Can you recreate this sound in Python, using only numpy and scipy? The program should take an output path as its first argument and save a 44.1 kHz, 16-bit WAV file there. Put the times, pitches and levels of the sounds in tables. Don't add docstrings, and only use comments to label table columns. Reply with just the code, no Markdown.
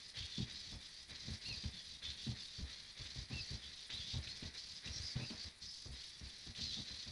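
import sys
import numpy as np
from scipy import signal
from scipy.fft import rfft, irfft, next_fast_len
from scipy.io import wavfile
from scipy.ndimage import map_coordinates

SR = 44100
rng = np.random.default_rng(int(sys.argv[2]) if len(sys.argv) > 2 else 0)


def master_out(mix):
    frames = np.transpose(np.atleast_2d(mix))
    ceiling = np.clip(frames, -1, 1)
    pcm = np.round(ceiling * 32767).astype(np.int16)
    wavfile.write(sys.argv[1], SR, pcm)


N = 313551

# (start [s], spin-up [s], driven length [s], whir level [dB],
# fade over the move [dB], gear mesh [Hz], grinding re whir [dB])
SERVO_MOVES = [(-.03, 0.037, 0.13, -56.5, 1, 4423, -14), (.136, .045, .29, -49, 4.5, 3900, -15),
               (0.456, .04, .29, -52, 3.5, 4251, -13.5), (.78, .055, .25, -55.5, 5, 4301, -13.5),
               (1.08, 0.034, 0.27, -53, -1.5, 4279, -11), (1.399, 0.041, 0.28, -51, 1.5, 4284, -15),
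               (1.711, 0.059, 0.26, -53.5, 6, 4147, -15.5), (2.013, 0.029, 0.31, -49.5, 5, 3955, -15.5),
               (2.34, .035, .28, -52, 2, 4301, -16), (2.655, 0.052, 0.26, -53, 5.5, 4129, -12.5),
               (2.948, 0.059, .28, -52.5, 3.5, 4330, -12.5), (3.275, .055, .275, -51, -.5, 4300, -13.5),
               (3.584, .06, 0.27, -53, 3.5, 4103, -13.5), (3.892, .012, .294, -49, 2, 3930, -15.5),
               (4.215, .035, .267, -52, 2, 4353, -12), (4.529, .03, .25, -52.5, 3, 4454, -15.5),
               (4.819, .04, 0.29, -52.5, -.5, 4744, -10.5), (5.148, .02, .315, -54.5, -2, 4474, -10.5),
               (5.598, .035, 0.27, -55, 2.5, 4849, -21.5), (5.905, .06, 0.29, -55, 5, 4330, -13.5),
               (6.204, 0.059, 0.3, -55.5, 2, 4335, -12.5), (6.544, .045, 0.27, -46, 2.5, 4080, -18.5),
               (6.845, .06, 0.3, -50.5, 4.5, 4282, -15)]
def gait(hold_db=-73, hold_hz=4242, hold_grind_db=1, run_down_s=0.031, grind_down_s=0.077):
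    speed_up, start_lag = 0.03, 0.06
    start_grind_db, slow_s = 14, 0.034
    ease_db = 1.5
    t = np.arange(N) / SR
    whir = np.full(N, amp(hold_db) ** 2)
    grind, mesh = whir * amp(hold_grind_db) ** 2, whir * hold_hz
    for start, attack_s, length, db, fade_db, mesh_hz, grind_db in SERVO_MOVES:
        on = (t > start) & (t < start + 2 * length)
        age = t[on] - start
        progress = np.minimum(age / length, 1) - 0.5
        slow = np.exp(-age / slow_s)
        coasting = np.maximum(age - length, 0)
        level_db = db - fade_db * progress - ease_db / 2 * np.cos(2 * np.pi * progress)
        effort = np.minimum(age / attack_s, 1) * amp(level_db)
        power = (effort * np.exp(-coasting / run_down_s)) ** 2
        whir[on] += power
        mesh[on] += power * mesh_hz * (1 + speed_up * progress - start_lag * slow)
        grinding = effort * amp(grind_db + start_grind_db * slow) * np.exp(-coasting / grind_down_s)
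        grind[on] += grinding ** 2
    return 10 * np.log10(whir) + strain(), mesh / whir, 10 * np.log10(grind / whir)


# (frequency [Hz], relative level [dB])
GEARBOX_SPECTRUM = [(1500, -38.5), (2500, -11), (3000, -7), (3400, -1), (4000, -0.5), (4900, 0.5),
                    (5300, -3.5), (6000, -4.5), (6800, -15), (7500, -17.5), (8200, -24), (11000, -39.5)]
CASING_SPECTRUM = [(250, -7), (500, -8), (900, -12.5), (1400, -9), (1650, -2.5), (1950, 1), (2400, -2),
                   (3000, -11), (4000, 1.5), (7000, -65)]
BODY_SPECTRUM = [(20, -8), (45, -10), (65, 8), (125, -2), (180, -0.5), (225, -6), (280, -17), (500, -19.5),
                 (1000, -44)]
def servos(whir_db, mesh_hz, grind_db, tilt_db=16):
    singing, rattle, judder = np.zeros(N), np.zeros(N), wobble(110)
    for detune in (-0.12, 0, 0.12):
        pulsing = np.sin(cycles(65 * np.exp(0.26 * wobble(8))))
        demand = 0.67 * pulsing + 0.72 * wobble(50) + 0.38 * judder
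        spurts = amp(5.75 * np.tanh(demand))
        singing += spurts * gear_train(mesh_hz, detune)
        strike_hz = mesh_hz / 2 * np.exp(detune + 0.1 * wobble(200))
        rattle += spurts * tooth_impacts(strike_hz, scatter_db=10.5)
    rattle = coloured(rattle, GEARBOX_SPECTRUM)
    low = filtered(rattle, lambda hz: 1 / (1 + (hz / 3900) ** 10))
    bright = amp(tilt_db * np.log2(mesh_hz / 4200))
    rattle = unit(low / bright + (rattle - low) * bright)
    whir = amp(-4.5) * coloured(singing, GEARBOX_SPECTRUM) + amp(-2.5) * rattle
    grind_hz = mesh_hz / 3 * np.exp(0.2 * wobble(200))
    grind = coloured(tooth_impacts(grind_hz, scatter_db=9), CASING_SPECTRUM)
    shake = noise(BODY_SPECTRUM) * amp(0.34 * (whir_db + 43) + 5.11 * wobble(12))
    return amp(whir_db) * (whir + amp(grind_db + 2) * grind + amp(-14) * shake)


def gear_train(mesh_hz, detune, wander=0.07, flutter=0.00997, skirt=0.7, teeth=10):
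    hz = mesh_hz * np.exp(detune + wander * wobble(20) + flutter * wobble(350))
    shaft, out = cycles(hz / teeth), 0
    for order in np.arange(7, 15):
        strength = np.exp(-abs(order - teeth) / skirt + 0.44 * np.tanh(wobble(70)))
        out += strength * np.sin(order * shaft + rng.uniform(0, 2 * np.pi))
    return unit(out)


def tooth_impacts(rate_hz, scatter_db):
    strikes = np.diff(np.floor(np.cumsum(rate_hz) / SR), prepend=0) > 0
    return strikes * amp(scatter_db * rng.uniform(-0.82, 1, N)) * rng.choice([-1, 1], N)


# (time [s], extra whir [dB])
SERVO_SURGES = [(.56, 3), (1.8, 2), (2.105, 3), (3.06, 4), (4.465, 1), (4.572, 2), (5.83, 1.5), (6.015, 3),
                (6.48, 2)]
def strain(landing_db=2.5, width_s=0.015, lead_s=0.021):
    extra_db, heaviest_db = np.zeros(N + SR), max(row[1] for row in FOOTFALLS)
    landings = [(s - lead_s, landing_db * amp(db - heaviest_db)) for s, db, *_ in FOOTFALLS]
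    t = np.arange(-SR // 10, SR // 10) / SR
    for s, db in landings + SERVO_SURGES:
        extra_db[round((s + t[0]) * SR):][:len(t)] += db * np.exp(-(t / width_s) ** 2)
    return extra_db[:N]


# (start [s], end [s], first pitch [Hz], middle pitch [Hz],
# last pitch [Hz], level [dB], roughness [0-1])
GEAR_GLIDES = [(0.161, 0.256, 3050, 3460, 3750, -58, .93), (1.441, 1.539, 4050, 4344, 3850, -51.5, 0.46),
               (1.448, 1.502, 2550, 2795, 2800, -56, .5), (1.495, 1.546, 2860, 2620, 2460, -53.5, .3),
               (1.519, 1.569, 5150, 4830, 4220, -54.5, .6), (1.561, 1.61, 4320, 4770, 4980, -55, 0.45),
               (1.761, 1.83, 3660, 3414, 3382, -59.5, 0.4), (2.021, 2.126, 3393, 3492, 3720, -51.5, 0.9),
               (3.315, 3.364, 2430, 2680, 2780, -55.5, 0.51), (3.355, 3.409, 2733, 2680, 2542, -51, .2),
               (3.39, 3.451, 5094, 4780, 4550, -51, 0.76), (3.63, 3.698, 3120, 3377, 3682, -58, .85),
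               (3.92, 3.992, 3586, 3913, 4115, -49.5, .55), (3.989, 4.037, 3826, 3440, 3360, -55, 0.45),
               (4.24, 4.36, 3900, 4200, 4433, -56.5, 0.75), (4.919, 4.998, 5700, 5590, 5430, -53.5, 0.61),
               (5.012, 5.144, 4800, 5006, 4255, -50, .6), (5.191, 5.275, 2410, 2640, 2730, -58.5, 0.95),
               (5.243, 5.316, 5100, 4705, 4600, -52, 0.65), (5.381, 5.473, 4512, 4733, 4823, -54.5, 0.84),
               (5.659, 5.738, 5035, 5094, 5200, -53.5, .82), (5.948, 6.024, 3900, 4170, 4430, -62, 0.3),
               (6.626, 6.73, 4550, 4140, 3860, -49.5, 0.5), (6.718, 6.81, 3596, 3530, 3810, -54, .45)]
def gear_whines(teeth=10):
    out = np.zeros(N)
    chatter = 0.011 * wobble(140) + 0.042 * wobble(1000)
    flicker = unit(amp(3.5 * np.tanh(wobble(220))))
    runout = wobble(120)
    for start, end, first, middle, last, db, rough in GEAR_GLIDES:
        on = np.arange(round(start * SR), round(end * SR))
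        progress = np.linspace(0, 1, len(on), endpoint=False)
        glide_hz = np.polyval(np.polyfit([0, 0.5, 1], [first, middle, last], 2), progress)
        phase = cycles(glide_hz * (1 + rough * chatter[on]))
        swell = amp(db + 4.5) * np.sqrt(np.sin(np.pi * progress))
        throb = 1 + 0.5 * rough * runout[on] * np.sin(phase / teeth)
        out[on] += swell * flicker[on] * throb * np.sin(phase)
    return out


# (time [s], level [dB], pitch [Hz], rocking interval [s], hardness [dB], relative scuff [dB])
FOOTFALLS = [(0.206, -42, 90.5, 0.03, -20, -33), (.405, -33, 117, 0.023, 0.5, -29.5),
             (.742, -43.5, 65, .02, -15, -22), (1.108, -52.5, 58, .02, -14, -17),
             (1.305, -35.5, 100, 0.025, -10, -30), (1.51, -42, 100.9, 0.027, -21, -23.5),
             (1.575, -47.5, 70, 0.013, -25, -30), (1.658, -36, 75.5, .019, -6.5, -30.5),
             (2.085, -49, 72, 0.029, -21, -26.5), (2.29, -33.5, 121, 0.022, -4.5, -28.5),
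             (2.613, -37, 86.96, 0.026, -21.5, -27.5), (3.008, -42.5, 66.92, .012, -22.5, -29.5),
             (3.19, -39, 92.77, 0.03, -20, -27), (3.332, -38, 92, 0.026, -2, -23.5),
             (3.408, -47, 100, .011, -20, -33), (3.533, -36.5, 69, 0.02, -10, -29),
             (3.942, -47, 88.04, .011, -15, -26), (3.998, -48, 68, .011, -21, -30),
             (4.16, -33, 121.8, 0.0211, -27, -28.5), (4.272, -50, 75.9, 0.0093, -8, -31),
             (4.447, -39.5, 66, 0.022, -24, -24), (4.886, -42, 95, .022, -22, -23),
             (4.998, -40, 96.5, .034, -27, -30.5), (5.162, -35, 117.9, 0.00497, -14, -27),
             (5.214, -38, 89.5, .017, 0.5, -25.5), (5.312, -47.5, 235, 0.0093, -12, -15),
             (5.348, -51, 74.96, .011, -23, -27), (5.458, -46.5, 70, .013, -36, -27),
             (5.893, -41, 60, 0.036, -16, -24), (6.237, -44.5, 72.07, 0.026, -24, -24.5),
             (6.487, -43.5, 77.77, .022, -2.5, -27), (6.612, -45, 90.24, 0.025, -9, -22.5),
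             (6.787, -45, 140.9, 0.015, 3, -20.5), (6.925, -49, 76.05, .028, -16, -22),
             (7.086, -44, 95, 0.019, -8, -26.5)]
# (offset [rocking intervals], level [dB], pitch [ratio], extra hardness [dB], extra scuff [dB])
FOOT_ROCKING = [(-1, -5.5, 1.2, 4, 7.5), (0, -.5, 0.92, 0, -9), (1, -6, 0.96, -9.5, 0)]
# (frequency [Hz], level [dB], t60 [s])
FRAME_MODES = [(66, -2, .15), (90, -1, .11), (122, 0, .11), (155, -5, .08), (195, -8, .06), (226, -4, .12),
               (315, -9, .07), (400, -12, .05)]
# (frequency [Hz], relative level [dB])
SCUFF_SPECTRUM = [(20, -12), (60, -7), (200, 15.5), (330, 6.5), (600, 1), (1200, -5.5), (2500, -18),
                  (6000, -76)]
def footsteps(press_s=0.014, scuff_t60=0.19, focus_db_per_octave=8):
    knocks, rubbing, t = np.zeros(N + SR), np.zeros(N + SR), np.arange(SR // 4) / SR
    swell = np.sin(np.pi / 2 * np.minimum(t / press_s, 1)) ** 2
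    hz, mode_db, t60 = np.transpose(FRAME_MODES)[:, :, None]
    for s, db, pitch_hz, rock_s, hard_db, scuff_db in FOOTFALLS:
        for offset, share_db, ratio, harder_db, rub_db in FOOT_ROCKING:
            weight_db = mode_db - focus_db_per_octave * abs(np.log2(hz / (pitch_hz * ratio)))
            weight_db += 0.51 * (hard_db + harder_db + 14) * np.log2(hz / 120)
            phase = 2 * np.pi * (hz * rng.normal(1, 0.032, hz.shape) * t + rng.uniform(size=hz.shape))
            ring = swell * np.sum(amp(weight_db - 60 * t / t60) * np.sin(phase), axis=0)
            scuff = swell * amp(scuff_db + rub_db + 10 - 60 * t / scuff_t60)
            start = round((s + offset * rock_s - press_s / 2) * SR)
            knocks[start:][:len(t)] += amp(db + share_db - 16.5) * unit(ring)
            rubbing[start:][:len(t)] += amp(db + share_db) * scuff
    return knocks[:N] + rubbing[:N] * noise(SCUFF_SPECTRUM)


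# (time [s], level [dB])
BACKLASH_SNAPS = [(0.2243, -47), (1.6378, -47.5), (2.109, -51), (2.2695, -49.5), (3.0598, -49.5),
                  (3.9, -48), (3.975, -56), (4.2712, -45), (4.4267, -49), (4.5648, -60), (4.873, -43.5),
                  (5.162, -53), (5.3, -46.5), (6.0344, -53), (6.5487, -52)]
def backlash(t60=0.068, attack_s=0.001):
    out, t = np.zeros(N + SR), np.arange(SR // 10) / SR
    spectrum = [(800, -27), (2500, 15), (4000, 15.5), (6000, -4), (8000, -3), (12000, -36)]
    envelope = amp(-60 * t / t60) * (1 - np.exp(-t / attack_s))
    for s, db in BACKLASH_SNAPS:
        out[round(s * SR):][:len(t)] += amp(db - 0.5) * envelope * noise(spectrum, len(t))
    return out[:N]


def drive_whistle(grinding_db, pitch_hz=1950, usual_grinding_db=-65, waver_db=3):
    phase = cycles(pitch_hz * (1 + 0.002 * wobble(60)))
    level_db = -78 + 0.54 * (grinding_db - usual_grinding_db) + waver_db * wobble(18)
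    return amp(level_db) * (np.sin(phase) + np.sin(2 * phase))


# (frequency [Hz], t60 [s])
ROOM_DECAY = [(100, 1), (1500, 0.6), (10000, 0.27)]
def room(x):
    hz, t, spectra = signal.stft(rng.standard_normal(SR // 2), SR, nperseg=256)
    decay = amp(-60 * t / along(ROOM_DECAY, hz)[:, None])
    tail = signal.istft(spectra * decay, SR, nperseg=256)[1]
    return signal.fftconvolve(np.pad(x, (SR // 200, 0)), tail / np.linalg.norm(tail))[:N]


# (frequency [Hz], relative level [dB])
HISS_SPECTRUM = [(20, 1.5), (60, 2.5), (200, -8.5), (500, -18.5), (1200, -14.5), (2000, -25), (4500, -4),
                 (7500, -25.5), (10200, -20), (11000, -30), (12000, -40)]
FIZZ_SPECTRUM = [(3000, -16), (6500, -0.5), (8000, 2), (10200, 5), (11000, -8), (12000, -23)]
def background():
    hiss = amp(-65.5) * noise(HISS_SPECTRUM)
    flicker = unit(amp(6 * np.tanh(wobble(85) - 0.6)))
    return hiss + amp(-73.5) * flicker * noise(FIZZ_SPECTRUM)


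def amp(db):
    return 10 ** (np.asarray(db) / 20)


def unit(x):
    return x / np.sqrt(np.mean(x ** 2) + 1e-20)


def along(points, hz):
    point_hz, values = np.transpose(points)
    return np.interp(np.log(hz + 1), np.log(point_hz + 1), values)


def wobble(rate):
    knots = rng.standard_normal(int(N * rate / SR) + 4)
    fine = np.arange(4 * len(knots) - 4) / 4
    return np.interp(np.arange(N) * rate / SR, fine, map_coordinates(knots, [fine]))


def filtered(x, response):
    size = next_fast_len(len(x) + 8192)
    return irfft(rfft(x, size) * response(np.fft.rfftfreq(size, 1 / SR)), size)[:len(x)]


def coloured(x, spectrum):
    return unit(filtered(x, lambda hz: amp(along(spectrum, hz))))


def noise(spectrum, samples=N):
    return coloured(rng.standard_normal(samples), spectrum)


def cycles(hz):
    return 2 * np.pi * np.cumsum(hz) / SR


def scene():
    whir_db, mesh_hz, grind_db = gait()
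    robot = servos(whir_db, mesh_hz, grind_db) + gear_whines() + footsteps() + backlash()
    robot += drive_whistle(whir_db + grind_db)
    airborne = filtered(robot, lambda hz: hz ** 2 / (hz ** 2 + 400 ** 2))
    return (robot + amp(-14) * room(airborne) + background())[None]


def record(dry, top_hz=12200):
    return np.array([filtered(channel, lambda hz: hz < top_hz) for channel in dry])


dry = scene()
out = record(dry)
master_out(out)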